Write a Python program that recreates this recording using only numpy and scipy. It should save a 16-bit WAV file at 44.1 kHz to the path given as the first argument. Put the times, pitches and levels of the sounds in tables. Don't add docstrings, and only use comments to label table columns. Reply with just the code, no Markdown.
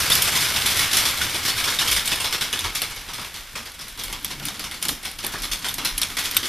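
import sys
import numpy as np
from scipy import signal
from scipy.fft import rfft, irfft
from scipy.io import wavfile
from scipy.ndimage import uniform_filter1d

SR = 44100
rng = np.random.default_rng(int(sys.argv[2]) if len(sys.argv) > 2 else 0)


def dump_mix(stems):
    frames = np.atleast_2d(stems).T
    limited = np.clip(frames, -1, 1)
    pcm = np.round(limited * 32767).astype(np.int16)
    wavfile.write(sys.argv[1], SR, pcm)


N = 285768
TIME = np.arange(N) / SR
TOP_HZ = 14300

# time_s, strength_db; each *_follow setting is a change per dB of its driver
SHOWER_STRENGTH = [(0.0, 0), (1.0, -1), (1.35, -5), (1.9, -5), (2.05, -8), (2.7, -11), (3.0, -12.5),
                   (3.6, -15.5), (5.0, -15.5), (5.95, -13), (6.48, -11)]


def undb(db):
    return 10 ** (np.asarray(db) / 20)


def curve(table):
    return np.interp(TIME, *np.transpose(table))


def bins(size):
    return np.maximum(np.arange(size // 2 + 1) * SR / size, 1)


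def shape(points, hz):
    knots_hz, db = np.transpose(points)
    return np.interp(np.log(hz), np.log(knots_hz), db)


def colour(x, db):
    gain = undb(db) * (bins(x.shape[-1]) < TOP_HZ)
    return irfft(rfft(x) * gain / np.sqrt(np.mean(gain ** 2)), x.shape[-1])


def fade(t, t60_s):
    return np.exp(-np.log(1000) * t / t60_s)


def rise(t, attack_s):
    return 1 - np.exp(-t / attack_s)


def grit(size, spread_db, grain_samples):
    grains = undb(spread_db * rng.standard_normal(size // grain_samples + 1))
    envelope = np.repeat(grains, grain_samples)[:size]
    return rng.standard_normal((2, size)) * envelope / np.sqrt(np.mean(envelope ** 2))


def wander(knots_per_s):
    knots = rng.standard_normal(512)
    return np.interp(TIME * knots_per_s, np.arange(len(knots)), knots)


def running_db(x, window_s):
    return 10 * np.log10(uniform_filter1d(np.mean(x ** 2, axis=0), int(window_s * SR)) + 1e-9)


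def add(out, sound, start_s):
    i = int(np.clip(start_s * SR, 0, N - 1))
    out[:, i:i + sound.shape[1]] += sound[:, :N - i]


def sheet_lift(hz):
    # centre_hz, width_hz, lift_db
    modes = [(2205, 160, 5), (3400, 680, 5)]
    return sum(db / (1 + (2 * (hz - centre_hz) / width_hz) ** 2) for centre_hz, width_hz, db in modes)


def spot(hz, spread_db, knots):
    return spread_db * np.interp(hz, np.linspace(0, SR / 2, knots), rng.standard_normal(knots))


def garden_patter(stones_per_s, spread_db, t60_s, gain_db, level_follow):
    # freq_hz, gain_db
    spectrum = [(150, -12), (550, -7), (1000, -3), (1450, 0), (2700, -2), (5300, -4), (6500, -8),
                (7900, -10), (8900, -9), (11000, -8.5), (14000, -11.5)]
    hz = bins(N)
    landed = rng.random(N) < stones_per_s / SR
    hit_power = landed * undb(spread_db * np.minimum(rng.exponential(size=N), 4)) ** 2
    power = np.abs(signal.fftconvolve(hit_power, fade(TIME[:SR // 4], t60_s) ** 2)[:N])
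    bursts = grit(N, spread_db=1, grain_samples=24) * np.sqrt(0.48 + 0.62 * power / power.mean())
    patter = colour(bursts, shape(spectrum, hz) + 0.62 * sheet_lift(hz))
    return patter * undb(gain_db + level_follow * curve(SHOWER_STRENGTH))


def rumble(stones, air_db, gust_db, gusts_per_s, drum_db, drum_follow, flurry_follow):
    # freq_hz, gain_db
    air = [(8, -19), (18, 0), (30, 5), (55, -5), (90, -18), (250, -38)]
    drum = [(45, -9), (85, 4), (130, 0), (200, -9.5), (300, -12.5), (480, -14), (900, -33)]
    rustle = [(100, -18), (170, -4), (260, -1.5), (320, -6.5), (420, -21), (900, -26)]
    # time_s, level_db
    rustle_level = [(0.0, -51.5), (2.7, -52), (3.1, -65), (3.6, -57), (3.95, -58), (4.48, -42), (4.68, -54),
                    (4.9, -42.5), (5.05, -54), (5.85, -47), (6.48, -51.5)]
    flurry_db = flurry_follow * (running_db(stones, window_s=0.071) - running_db(stones, window_s=0.32))
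    layers = [(air, air_db + gust_db * wander(gusts_per_s)),
              (drum, drum_db + drum_follow * curve(SHOWER_STRENGTH) + flurry_db),
              (rustle, curve(rustle_level) + flurry_db)]
    return sum(colour(rng.standard_normal(N), shape(spectrum, bins(N))) * undb(db)
               for spectrum, db in layers)


def crack(tilt_db_oct, size=2048, side_gain=0.14):
    # freq_hz, gain_db
    spectrum = [(250, -9.5), (600, -13.5), (1500, -7), (2700, -4), (3700, -1), (6000, -4.5), (7600, -7.5),
                (9000, -2.5), (11000, -0.5), (14000, -7)]
    hz, t = bins(size), np.arange(size) / SR
    tilt_db = tilt_db_oct * np.log2(np.maximum(hz, 1200) / 3600)
    db = shape(spectrum, hz) + sheet_lift(hz) + spot(hz, spread_db=5, knots=60) + tilt_db
    mid, side = colour(grit(size, spread_db=1, grain_samples=12), db)
    snap = (0.73 * fade(t, t60_s=0.038) + 0.7 * fade(t, t60_s=0.0094)) * rise(t, attack_s=0.00025)
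    return np.array([mid + side_gain * side, mid - side_gain * side]) / np.sqrt(2) * snap


def rattle(tilt_db_oct, size=16384, hold_s=0.011, split_hz=4500):
    # freq_hz, gain_db
    spectrum = [(120, -9), (260, -9), (400, -7.5), (620, -9.5), (1000, -4.5), (1400, -3.5), (2700, -4.5),
                (4400, -4.5), (5300, -3.5), (6500, -9.5), (7800, -13.5), (8900, -10), (11000, -13),
                (14000, -16.5)]
    hz, t = bins(size), np.arange(size) / SR
    tilt_db = tilt_db_oct * np.log2(np.maximum(hz, 700) / 3600)
    db = shape(spectrum, hz) + sheet_lift(hz) + spot(hz, spread_db=3, knots=90) + tilt_db
    body = colour(grit(size, spread_db=2.5, grain_samples=32), db)
    low = irfft(rfft(body) / (1 + (hz / split_hz) ** 4))
    late_s = np.maximum(t - hold_s, 0)
    shake = low * fade(late_s, t60_s=0.31) + (body - low) * fade(late_s, t60_s=0.25)
    return shake * rise(t, attack_s=0.00078)


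def stone(rattle_db, crack_db, tilt_db_oct):
    sound = undb(rattle_db) * rattle(tilt_db_oct)
    add(sound, undb(crack_db) * crack(0.81 * tilt_db_oct), 0)
    return sound


def big_stones(rattle_gain_db, crack_gain_db):
    # start_s, rattle_db, crack_db, tilt_db_oct
    hits = [(0.002, -23.5, -22, 1), (0.1, -19.5, -16, 1), (0.118, -17, -29, 5), (0.153, -21.5, -15, 2.5),
            (0.221, -24, -13, 7), (0.272, -21, -33, -0.5), (0.351, -18, -30, 2), (0.405, -20.5, -32, 3.5),
            (0.56, -22, -29, 1.5), (0.66, -19, -28, 2), (0.711, -24.5, -27, 2), (0.767, -22, -28, 4.5),
            (0.791, -18.5, -30, 1.5), (0.93, -17.5, -27, 2), (0.969, -16, -14, 2.5),
            (1.053, -18.5, -27, 2.5), (1.214, -21.5, -25, 0.5), (1.345, -24.5, -24, -0.5),
            (1.45, -20, -32, 0.5), (1.479, -21, -26, 1.5), (1.577, -22, -38, 1.5), (1.639, -21.5, -33, 2),
            (1.674, -21.5, -35, -0.5), (1.7, -25.5, -30, 1), (1.788, -20.5, -28, 1),
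            (1.81, -21.5, -35, 0.5), (1.874, -19.5, -29, 2.5), (1.913, -17.5, -22, 2.5),
            (1.962, -18.5, -29, 0.5), (2.056, -26, -22.5, 4), (2.076, -23.5, -17, 1),
            (2.115, -20.5, -33, 0.5), (2.157, -30, -23, 0), (2.2, -23, -44, 1), (2.243, -21.5, -37, 0.5),
            (2.325, -21, -32, 0.5), (2.409, -21, -37, 1), (2.528, -22.5, -20, -0.5),
            (2.591, -28, -23.5, 1.5), (2.641, -23.5, -31, -1), (2.749, -22, -32, 3),
            (2.818, -24.5, -16.5, 1), (3.086, -33, -48, -1.5), (3.134, -30, -35, 2),
            (3.182, -35, -35, -4.5), (3.247, -37, -31, -0.5), (3.361, -37, -36, 0.5), (3.553, -28, -48, -1),
            (3.81, -34, -45, 2), (3.882, -39, -35, 3), (3.991, -29.5, -40, 0.5), (4.036, -31.5, -27.5, 3),
            (4.082, -42, -31, -5.5), (4.127, -29, -27.5, -0.5), (4.246, -31, -20, 1),
            (4.303, -31.5, -42, -0.5), (4.398, -38, -31, -4), (4.453, -29.5, -24, 3),
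            (4.485, -33, -23.5, -2.5), (4.594, -30.5, -28.5, -0.5), (4.64, -29.5, -29.5, -0.5),
            (4.712, -32, -31, -0.5), (4.826, -28.5, -18.5, 3), (4.852, -30.5, -21.5, 0.5),
            (4.884, -25.5, -20.5, 5.5), (4.891, -33, -17, -5), (5.05, -28, -33, 1.5), (5.114, -51, -32, 1),
            (5.186, -31.5, -36, 1), (5.239, -29, -29, -3), (5.246, -36, -23, -1), (5.265, -41, -19.5, 7),
            (5.319, -32.5, -43, 3), (5.337, -28.5, -33, -2.5), (5.419, -31, -42, 5), (5.433, -27, -32, 0.5),
            (5.514, -22.5, -33, 2), (5.532, -36, -26, 0), (5.644, -24, -43, 0), (5.685, -31.5, -23.5, 4.5),
            (5.741, -37.5, -21, 5.5), (5.782, -26.5, -28, -2), (5.848, -19.5, -22, 1.5),
            (5.979, -31, -16, 2.5), (6.016, -25.5, -17, 2), (6.032, -40, -17.5, -1), (6.168, -23, -29, 1.5),
            (6.186, -24, -34, 1.5), (6.24, -26.5, -30, 2.5), (6.256, -28, -22, 1), (6.312, -36, -22, 3),
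            (6.345, -30, -26, 1), (6.367, -25.5, -7.5, 2), (6.429, -25.5, -38, 0), (6.453, -26.5, -37, 2)]
    out = np.zeros((2, N))
    for start_s, rattle_db, crack_db, tilt_db_oct in hits:
        add(out, stone(rattle_db + rattle_gain_db, crack_db + crack_gain_db, tilt_db_oct), start_s)
    return out


def lesser_stones(count, rattle_db, crack_db, tilt_db_oct,
                  rate_follow, rattle_follow, crack_follow, tilt_follow):
    out, shower_db = np.zeros((2, N)), curve(SHOWER_STRENGTH)
    fallen = np.cumsum(undb(rate_follow * shower_db))
    for k, jitter in enumerate(rng.random(count)):
        start_s = np.interp((k + jitter) / count, fallen / fallen[-1], TIME)
        strength_db = np.interp(start_s, TIME, shower_db)
        hit = stone(rattle_db + rattle_follow * strength_db,
                    crack_db + crack_follow * strength_db,
                    tilt_db_oct + tilt_follow * strength_db)
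        add(out, hit, start_s)
    return out


def pellets(count, base_db, spread_db, level_follow, tilt_db_oct):
    out, shower_db = np.zeros((2, N)), curve(SHOWER_STRENGTH)
    for when, hardness in rng.random((count, 2)):
        start_s = when * TIME[-1]
        db = base_db + level_follow * np.interp(start_s, TIME, shower_db) + spread_db * hardness ** 2
        add(out, undb(db) * crack(tilt_db_oct), start_s)
    return out


def pings(t60_s, detune=0.063, size=4096):
    # start_s, pitch_hz, level_db
    hits = [(0.119, 3540, -10), (0.56, 3750, -20), (0.664, 11100, -22), (1.214, 1495, -22),
            (1.788, 3660, -15.5), (2.131, 2610, -21), (2.591, 3480, -22.5), (5.685, 3650, -22.5),
            (5.979, 11060, -21), (6.017, 5340, -20.5), (6.367, 3610, -17)]
    out, t = np.zeros((2, N)), np.arange(size) / SR
    envelope = fade(t, t60_s) * rise(t, attack_s=0.00032)
    for start_s, pitch_hz, level_db in hits:
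        lag_rad = rng.uniform(-0.5, 0.35, (2, 1))
        partner_hz = pitch_hz * (1 + detune * rng.standard_normal())
        mode = np.sin(2 * np.pi * pitch_hz * t + lag_rad)
        partner = 0.5 * np.sin(2 * np.pi * partner_hz * t - lag_rad)
        add(out, undb(level_db) * (mode + partner) * envelope, start_s)
    return out


def thumps(gain_db):
    # centre_s, pitch_hz, level_db, sigma_s
    bumps = [(1.22, 70, -34, 0.017), (1.951, 53.6, -30, 0.027), (2.66, 86.5, -31, 0.021),
             (2.69, 35, -32, .03), (3.612, 230, -44, 0.023), (4.1, 32, -34, 0.029), (4.42, 138, -39, 0.06),
             (4.922, 45, -38, .025), (5.423, 35, -33, 0.022), (5.528, 34.8, -31, .02),
             (5.947, 32, -26.5, 0.02)]
    out = np.zeros(N)
    for centre_s, pitch_hz, level_db, sigma_s in bumps:
        t = TIME - centre_s
        tone = np.sqrt(2) * np.sin(2 * np.pi * (pitch_hz * t + rng.random()))
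        out += undb(level_db + gain_db) * tone * np.exp(-(t / sigma_s) ** 2 / 2)
    return out


def scene():
    stones = big_stones(rattle_gain_db=-0.5, crack_gain_db=2.5) + pings(t60_s=0.053)
    stones += lesser_stones(count=72, rattle_db=-25, crack_db=-27, tilt_db_oct=1.94,
                            rate_follow=0.65, rattle_follow=0.72, crack_follow=0.57, tilt_follow=0.14)
    ticks = pellets(count=130, base_db=-37, spread_db=13.5, level_follow=0.59, tilt_db_oct=0.972)
    patter = garden_patter(stones_per_s=320, spread_db=0.5, t60_s=0.068, gain_db=-25.5,
                           level_follow=1.06)
    lows = rumble(stones, air_db=-50.5, gust_db=2.3, gusts_per_s=8,
                  drum_db=-40, drum_follow=0.88, flurry_follow=0.46)
    return stones + ticks + patter + lows + thumps(gain_db=-6.5)


def record(dry):
    # freq_hz, side_db
    width = [(3400, -80), (3850, -55), (4150, -16), (5500, -10.5), (8000, -4.4), (14000, -3.8)]
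    mid_side = np.array([dry[0] + dry[1], dry[0] - dry[1]]) / np.sqrt(2)
    mid, side = mid_side / (1 + (mid_side / 0.65) ** 6) ** (1 / 6)
    side = irfft(rfft(side) * undb(shape(width, bins(N))), N)
    lowpass = signal.ellip(10, 0.2, 70, TOP_HZ, fs=SR, output="sos")
    return signal.sosfilt(lowpass, np.array([mid + side, mid - side]))


dry = scene()
out = record(dry)
dump_mix(out)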